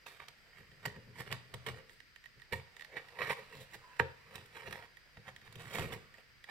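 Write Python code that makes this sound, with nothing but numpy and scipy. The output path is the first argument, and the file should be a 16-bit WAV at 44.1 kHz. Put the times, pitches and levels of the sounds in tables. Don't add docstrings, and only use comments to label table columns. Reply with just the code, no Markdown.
import sys
import numpy as np
from scipy import signal
from scipy.fft import rfft, irfft, next_fast_len
from scipy.io import wavfile
from scipy.ndimage import uniform_filter1d, map_coordinates

SR = 44100
rng = np.random.default_rng(int(sys.argv[2]) if len(sys.argv) > 2 else 0)


def master(y):
    cut = np.clip(np.atleast_2d(y).T, -1, 1)
    pcm = np.round(cut * 32767)
    wavfile.write(sys.argv[1], SR, pcm.astype(np.int16))


N = 286650


AIR_SPECTRUM = [(12, -55), (20, 5.5), (113, -1.5), (326, -11), (524, -14), (843, -19), (1890, -1),
                (3500, -14), (4890, -10), (6840, -24.5), (9040, -23), (10400, -56), (11300, -25),
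                (13400, -27), (15800, -31)]
# centre in Hz, width in Hz, rms level in dB.
WHINE_BANDS = [(1380, 130, -82), (1880, 200, -79), (3060, 65, -84.5), (4812, 40, -80)]
WHISTLE_HZ, WHISTLE_DB = 4816, -82

# frequency in Hz, level against the direct sound in dB.
SCATTER_LEVEL = [(60, -10), (150, -14), (500, -14), (2000, -11), (4000, -3), (8000, 1), (14000, 1)]
# frequency in Hz, time to fall by 60 dB in seconds.
ROOM_DECAY = [(100, 0.39), (500, 0.44), (2000, 0.47), (6000, 0.35), (15000, 0.13)]
# frequency in Hz, level in dB.
ROOM_LEVEL = [(100, -18), (500, -14.5), (1000, -13), (2000, -20), (4000, -9.5), (12000, -12.5)]
# frequency in Hz, left minus right in dB.
LEFT_MINUS_RIGHT = [(100, 1), (500, 2), (1000, -2.5), (2000, -11), (4000, -8), (8000, -4), (12000, 2.5)]
# frequency in Hz, lead of the left in radians.
LEFT_LEAD = [(0, -1), (1120, -0.5), (1550, -2), (2240, -0.03), (3700, 2), (4820, -4), (8010, -13),
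             (8870, -6.5), (9990, -8.5), (10500, -2.5), (12400, -18), (13000, -23.5), (14200, -24.5),
             (15800, -18.4)]
TOP_HZ = 15830

# time in seconds, weight in dB.
WEIGHT = [(0.0, -78.5), (0.5, -75), (1.08, -60.5), (1.65, -61), (1.88, -75), (2.21, -77.5), (3.4, -68.5),
          (3.84, -76), (4.16, -67.5), (4.72, -70), (4.85, -75), (5.07, -71), (5.25, -69), (5.38, -63.5),
          (5.57, -64), (5.83, -58), (6.17, -75), (6.5, -74)]
FULL_WEIGHT_DB = -60
RUMBLE_GROWS = 1.19
# time in seconds, relative level in dB.
SLIDE_LEVEL = [(0.0, -72.5), (0.81, -71), (1.27, -72), (1.7, -64.5), (1.96, -86), (2.24, -79.5),
               (3.09, -63), (3.4, -61.5), (3.69, -66.5), (3.96, -64), (4.36, -72), (4.69, -61.5),
               (4.89, -73.5), (5.1, -73), (5.56, -67.5), (5.77, -53.5), (6.19, -74), (6.5, -77)]
FUR_SPECTRUM = [(120, -17), (300, -9.5), (480, 3.5), (800, -3), (1400, 2), (2300, 1.5), (3800, -11),
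                (5500, -17.5), (15000, -34.5)]
FLEX_SPECTRUM = [(20, -13.5), (55, -10.5), (85, -3), (105, -1.5), (127, 5), (160, -2.5), (192, -3.5),
                 (225, -9), (310, -17), (450, -12.5), (900, -40.5), (3000, -57)]
# nominal frequency in Hz, nominal level in dB,
# nominal time to fall by 60 dB in seconds.
PANEL_MODES = [(85.2, -4.5, 0.3), (116.4, -3, 0.23), (126.8, 1.5, 0.29), (143.5, -10, 0.33),
               (193, -9, 0.16), (238.5, -12, 0.16), (338, -12.5, .08), (424.4, -9.5, 0.11),
               (537, -17.5, 0.27)]

# time in seconds, relative level in dB, length in seconds.
PUSHES = [(.6, -61, 0.12), (.72, -62.5, 0.047), (.863, -46.5, 0.077), (.97, -50, 0.045),
          (1.075, -53.5, 0.046), (1.543, -48, 0.042), (1.69, -47.5, 0.14), (2.37, -61.5, 0.047),
          (2.528, -39.5, 0.046), (3.562, -54.5, 0.12), (3.75, -60, .04), (4.36, -53.5, 0.13),
          (4.679, -51.5, 0.16), (5.176, -55, .05), (5.282, -59, .05), (5.56, -51, 0.053), (5.65, -56, .08),
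          (5.795, -37, 0.16), (5.945, -55, 0.071)]
PUSH_RISE = 0.3
BRISK_PUSH_S = 0.06
HOLLOW_SPECTRUM = [(100, -32), (270, -16.5), (380, -3), (480, 1), (640, -6), (900, -13), (1500, -37.5),
                   (4000, -75)]
CAVITY_MODES = [(428, 49, 5.5), (467, 21, 7), (526.4, 28, 11)]
PUFF_MODES = [(372, 130, 8)]

# nominal time in seconds, relative level in dB.
TICKS = [(.385, -53), (.716, -50.5), (1.8945, -42), (2.0028, -40.5), (2.1603, -39.5), (2.2398, -44),
         (2.2576, -39), (2.398, -46), (2.4184, -42.5), (2.766, -38), (2.795, -39), (2.809, -36.5),
         (2.821, -36), (2.8469, -38), (3.0859, -41), (3.967, -46), (4.9698, -42.5), (5.3625, -39),
         (5.415, -49), (6.1406, -45.5), (6.441, -38)]
TICK_HISS_DB = -19.5
TIP_SPECTRUM = [(200, -31), (600, -10), (1300, -9), (1900, 4.5), (2400, -4.5), (3100, -0.5), (4200, -6.5),
                (6000, -13.5), (15000, -26.5)]
BLOW_SPECTRUM = [(60, -25), (200, -0.5), (400, 2.5), (750, 0.5), (1400, 5), (1850, 4), (2150, -3),
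                 (2600, 1), (3600, -13), (6000, -22), (15000, -58)]

# nominal start in seconds, relative level in dB,
# fibre hiss against it in dB.
SNAPS = [(0.0632, -48.5, -16), (0.202, -52, -24), (.283, -46, -6), (.854, -33, -11.5), (.858, -41, -4),
         (1.305, -45, -22), (1.314, -44.5, -3), (1.325, -32.5, -11.5), (1.54, -38.5, -10),
         (1.664, -37, -13), (1.67, -39.5, -8), (1.686, -38, -12), (2.524, -31, -18), (2.532, -34, -12),
         (3.188, -38.5, -24), (3.525, -47.5, -17), (4.355, -47, -1), (4.458, -62, -1), (4.709, -46.5, -8.5),
         (4.726, -39, -9.5), (5.17, -49.5, -24), (5.525, -55.5, -2.5), (5.555, -53.5, -2.5),
         (5.698, -55, -4), (5.921, -43.5, -12)]
LINER_SPECTRUM = [(900, -41), (1800, -9), (2800, 1), (3700, -2.5), (4600, -6.5), (6500, -16), (15000, -43)]
THUD_DB, THUD_PER_WEIGHT = -13.5, 1.0

# peak in seconds, relative level in dB, rise by 20 dB in seconds,
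# fall by 20 dB in seconds, fibre hiss against it in dB.
STROKES = [(0.063, -50, .002, 0.12, -9), (0.199, -50.5, .002, 0.071, -24), (.585, -59, .11, 0.096, -16.5),
           (.857, -47, 0.041, 0.06, -16), (0.964, -57, .033, .02, -24), (1.205, -40.5, 0.042, 0.028, -12.5),
           (1.276, -51, .027, .015, -15), (1.32, -47.5, 0.031, 0.09, -15), (1.68, -41.5, .018, .06, -18),
           (1.77, -54.5, 0.036, .06, -15), (1.92, -72, 0.066, .09, 2.5), (2.536, -49, 0.027, 0.098, -12),
           (2.943, -51, .044, .032, -22.5), (2.97, -40, .016, .042, -23), (3.189, -47, .0023, 0.045, -18),
           (3.228, -35, 0.051, 0.039, -19), (3.28, -43.5, 0.036, .032, -16),
           (3.304, -27.5, .012, .024, -27), (3.319, -38, 0.045, 0.021, -11),
           (3.39, -51.5, 0.042, 0.047, -11), (3.554, -58, 0.072, 0.035, -8), (3.62, -60.5, 0.074, 0.039, 3),
           (3.748, -49, 0.033, 0.016, -6), (4.36, -55, 0.12, .13, -11), (4.565, -50.5, 0.039, 0.087, -13.5),
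           (4.679, -47, 0.055, 0.035, -16.5), (4.74, -52, .036, .11, -12), (4.839, -57.5, .05, .026, -20),
           (5.285, -46, 0.029, 0.019, -15), (5.47, -58.5, 0.04, 0.028, -13), (5.6, -54, 0.027, 0.19, -9.5),
           (5.75, -43, 0.057, 0.048, -8), (5.789, -42, 0.023, .11, -8), (5.933, -40, .02, 0.023, -9),
           (6.19, -60.5, 0.071, 0.042, -11.5), (6.498, -50, .028, .057, -15)]
USUAL_STROKE_DB = -50
BITE_LOSS = 0.38
FLEX_DB, FLEX_PER_WEIGHT = -2.5, 1.2
# time in seconds, relative level in dB.
HOLLOW_RING = [(0, -21), (1.3, -11), (1.7, -6), (2.5, 2), (3.3, -5), (3.7, -1.5), (4.5, -8.5), (6.5, -8.5)]
FIBRE_SPECTRUM = [(1500, -10.5), (3500, 6), (5000, -2.5), (6400, -5), (7700, -0.5), (10000, -6),
                  (11700, -1.5), (15500, -11)]
BOARD_SPECTRUM = [(120, -31), (300, -15.5), (450, -5), (750, -4), (1400, -3), (2400, -2.5), (3500, -11.5),
                  (5000, -17.5), (7000, -32), (15000, -40)]
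FLAP_MODES = [(442, 123, 6.5), (939, 60, 9), (1150, 80, 4), (1625, 47, 5.5), (1877, 274, 11.5),
              (2306, 200, 4.5), (3080, 150, 3), (3800, 150, 4)]
FACE_MODES = [(1080, 170, 5.5), (1460, 250, -2), (1874, 180, 5), (2266, 130, 7.5)]
EDGE_MODES = [(348, 100, 2), (760, 230, 3.5), (1334, 310, 3), (1930, 310, -2.5), (3000, 480, 2.5)]
# start in seconds, end in seconds.
PAW_ON_FLAP = (2.45, 3.95)


def amp(db):
    return 10 ** (np.asarray(db) / 20)


def unit(x):
    return x / np.sqrt(np.mean(x ** 2) + 1e-20)


def noise():
    return rng.standard_normal(N)


def along(points, hz):
    point_hz, values = np.transpose(points)
    return np.interp(np.log(hz + 1), np.log(point_hz + 1), values)


def level(curve, s):
    return np.interp(s, *np.transpose(curve))


def leaning(s):
    return level(WEIGHT, s) - FULL_WEIGHT_DB


def filtered(x, response):
    size = next_fast_len(N + SR // 2)
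    hz = np.fft.rfftfreq(size, 1 / SR)
    return irfft(rfft(x, size) * response(hz), size)[..., :N]


def coloured(x, spectrum, resonances=(), size=16384):
    hz = np.fft.rfftfreq(size, 1 / SR)
    db = along(spectrum, hz)
    for centre, width, lift in resonances:
        db = db + lift / (1 + (2 * (hz - centre) / width) ** 2)
    cepstrum = irfft(np.log(amp(db)))
    cepstrum[1:size // 2] *= 2
    cepstrum[size // 2 + 1:] = 0
    ring = irfft(np.exp(rfft(cepstrum)))
    return signal.fftconvolve(x, ring / np.linalg.norm(ring))[:N]


def narrow(hz, width):
    return unit(filtered(rng.standard_normal((2, N)), lambda f: 1 / (1 + (2 * (f - hz) / width) ** 2)))


def grit(rate, spread_db):
    slips = rng.random(N) < rate / SR
    signs = np.sign(noise())
    sizes = amp(spread_db * np.clip(noise(), -2, 2))
    return unit(slips * signs * sizes)


def snagging(rate, depth_db):
    knots = rng.standard_normal(N // 100)
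    wander = map_coordinates(knots, [np.arange(N) * rate / SR])
    return unit(amp(depth_db * np.clip(wander, -2, 2)))


def swell(s, rise, fall):
    force = np.zeros(N)
    near = np.arange(max(int((s - 4 * rise) * SR), 0), min(int((s + 4 * fall) * SR), N))
    t = near / SR - s
    force[near] = amp(-20 * np.maximum(-t / rise, t / fall))
    return force


def impulse(s):
    return signal.unit_impulse(N, int(np.clip(s * SR, 0, N - 1)))


def bent(x, travel):
    return filtered(x, lambda hz: np.exp(-2j * np.pi * travel * (2 * np.sqrt(2000 * hz) - hz)))


def roaming(x, depth_db):
    z = signal.stft(x, nperseg=1024)[2]
    field = uniform_filter1d(rng.standard_normal(z.shape), size=5, axis=0)
    field = uniform_filter1d(field, size=7, axis=1)
    return signal.istft(z * amp(depth_db * unit(field)), nperseg=1024)[1][:N]


def thud(s, ring=1.0, detune=0.039, vary_db=2):
    t = np.arange(SR // 2) / SR
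    chance = rng.standard_normal((len(PANEL_MODES), 2))
    wave = np.zeros(len(t))
    for (hz, db, t60), (louder, sharper) in zip(PANEL_MODES, chance):
        decay = amp(db + vary_db * louder - 60 * t / (t60 * ring))
        wave += decay * np.sin(2 * np.pi * hz * (1 + detune * sharper) * t)
    soft_onset = 1 - np.exp(-t / 0.0058)
    return np.pad(wave * soft_onset, (int(s * SR), N))[:N]


def board(x):
    t = np.arange(N) / SR
    clawing = (t > PAW_ON_FLAP[0]) & (t < PAW_ON_FLAP[1])
    face = coloured(x * clawing, BOARD_SPECTRUM, FLAP_MODES + FACE_MODES)
    edge = coloured(x * ~clawing, BOARD_SPECTRUM, FLAP_MODES + EDGE_MODES)
    return amp(1.5) * face + edge


def room_tone():
    shared, left, right = [coloured(noise(), AIR_SPECTRUM) for _ in range(3)]
    air = amp(-72.5) * shared + amp(-65.8) * np.array([left, right])
    whistle = amp(WHISTLE_DB) * np.sqrt(2) * np.sin(2 * np.pi * WHISTLE_HZ * np.arange(N) / SR)
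    whine = sum(amp(db) * narrow(hz, width) for hz, width, db in WHINE_BANDS)
    return air + whistle + whine


def echoes(x, t60s, delay, count=13):
    out = np.zeros((2, N))
    place = np.linspace(0, count - 1, N)
    for k in range(count):
        hz, t, z = signal.stft(rng.standard_normal((2, SR // 2)), SR, nperseg=128)
        decay = amp(-60 * t / along(t60s, hz)[:, None])
        tail = signal.istft(z * decay, SR, nperseg=128)[1]
        tail = np.pad(tail / np.linalg.norm(tail[0]), ((0, 0), (int(delay * SR), 0)))
        near = np.flatnonzero(abs(place - k) < 1)
        start = near[0]
        faded = x[near] * np.cos(np.pi / 2 * (place[near] - k))
        wet = signal.fftconvolve(faded[None], tail, axes=1)[:, :N - start]
        out[:, start:start + wet.shape[1]] += wet
    return out


def ports(hz):
    sides = np.array([[-1], [1]])
    gain = 2 / (1 + amp(sides * along(LEFT_MINUS_RIGHT, hz)))
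    return gain * np.exp(-.5j * sides * along(LEFT_LEAD, hz))


def shifting():
    t = np.arange(N) / SR
    rumble = amp(FULL_WEIGHT_DB + RUMBLE_GROWS * leaning(t))
    slide = amp(level(SLIDE_LEVEL, t))
    return (amp(-1.5) * coloured(rumble * noise(), FLEX_SPECTRUM)
            + amp(0.5) * coloured(slide * grit(rate=1500, spread_db=2.5), FUR_SPECTRUM)
            + amp(-11) * coloured(slide * grit(rate=9000, spread_db=1), FIBRE_SPECTRUM))


def bumps():
    panels, push = np.zeros((2, N))
    for s, db, length in PUSHES:
        panels += amp(db) * np.sqrt(BRISK_PUSH_S / length) * thud(s, ring=0.93)
        push += amp(db) * swell(s, rise=PUSH_RISE * length, fall=length)
    bending = coloured(push * noise(), FLEX_SPECTRUM)
    puff = coloured(push * noise(), HOLLOW_SPECTRUM, CAVITY_MODES + PUFF_MODES)
    return amp(-1) * panels + bending + amp(-6.5) * puff


def squeak():
    t = np.arange(N) / SR
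    slip_db = np.interp(t, [3.80, 3.835, 3.90, 3.96, 4.0], [-100, -61, -61, -70, -110])
    return amp(slip_db + 0.5) * narrow(hz=1000, width=73)[0]


def ticks():
    taps, skid, hiss = np.zeros((3, N))
    for s, db in TICKS:
        taps += amp(db) * impulse(s + 0.001484)
        skid += amp(db) * swell(s + 0.0027, rise=0.0018, fall=0.0094)
        hiss += amp(db + TICK_HISS_DB) * swell(s + 0.00059, rise=0.0018, fall=0.0045)
    contact = amp(12.5) * bent(taps, travel=.0025) + amp(-16) * skid * noise()
    fibres = coloured(hiss * grit(rate=7100, spread_db=4), FIBRE_SPECTRUM)
    return coloured(contact, TIP_SPECTRUM, FLAP_MODES) + fibres


def knock():
    slide = coloured(swell(3.995, rise=0.0039, fall=0.017) * noise(), FIBRE_SPECTRUM)
    chatter = amp(-25.5) * swell(3.9975, rise=0.0045, fall=0.019) * noise()
    blow = amp(1.5) * bent(impulse(3.9987), travel=0.002498)
    slap = coloured(blow + chatter, BLOW_SPECTRUM, FLAP_MODES)
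    boom = coloured(swell(4.002, rise=0.0032, fall=0.069) * noise(), HOLLOW_SPECTRUM, CAVITY_MODES)
    panels = thud(4.001, ring=0.92, detune=0.01, vary_db=2.0)
    return amp(-45.5) * slide + slap + amp(-38.5) * boom + amp(-35.5) * panels


def snaps():
    rasp, hiss, panels = np.zeros((3, N))
    for s, db, hiss_db in SNAPS:
        rasp += amp(db) * swell(s + 0.0014, rise=0.0041, fall=0.011)
        hiss += amp(db + hiss_db) * swell(s + .001, rise=.0015, fall=.006)
        panels += amp(db + THUD_DB + THUD_PER_WEIGHT * leaning(s)) * thud(s + 0.0032)
    liner = coloured(hiss * grit(rate=8000, spread_db=1.0), LINER_SPECTRUM)
    fibres = coloured(hiss * grit(rate=7000, spread_db=5.5), FIBRE_SPECTRUM)
    return board(rasp * grit(rate=7000, spread_db=3.5)) + amp(5.5) * fibres + panels + amp(3.5) * liner


def scrapes():
    rasp, hiss, hollow, flex = np.zeros((4, N))
    for s, db, rise, fall, hiss_db in STROKES:
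        force = amp(db) * swell(s, rise, fall)
        passed_on = force * amp(-BITE_LOSS * (db - USUAL_STROKE_DB))
        rasp += force
        hiss += force * amp(hiss_db)
        hollow += passed_on * amp(level(HOLLOW_RING, s))
        flex += passed_on * amp(FLEX_DB + FLEX_PER_WEIGHT * leaning(s))
    jerks = snagging(rate=280, depth_db=3)
    return (amp(1) * board(rasp * jerks * grit(rate=1800, spread_db=4))
            + amp(2.5) * coloured(hiss * jerks * grit(rate=2900, spread_db=3.5), FIBRE_SPECTRUM)
            + coloured(hollow * grit(rate=1500, spread_db=6), HOLLOW_SPECTRUM, CAVITY_MODES)
            + coloured(flex * grit(rate=1500, spread_db=5), FLEX_SPECTRUM))


def scene():
    friction = roaming(scrapes() + shifting(), depth_db=2.5)
    box = friction + snaps() + bumps() + ticks() + knock() + squeak()
    box_decay = [(100, 0.02), (10000, 0.023)]  # Hz, seconds to fall by 60 dB
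    walls = filtered(echoes(box, box_decay, delay=.0002), lambda hz: amp(along(SCATTER_LEVEL, hz)))
    scattered = filtered(box + walls, lambda hz: 1 / np.hypot(1, amp(along(SCATTER_LEVEL, hz))))
    room = filtered(echoes(box, ROOM_DECAY, delay=.008), lambda hz: amp(along(ROOM_LEVEL, hz)))
    return filtered(scattered, ports) + room + room_tone()


def record(dry):
    return filtered(dry, lambda hz: hz < TOP_HZ)


dry = scene()
out = record(dry)
master(out)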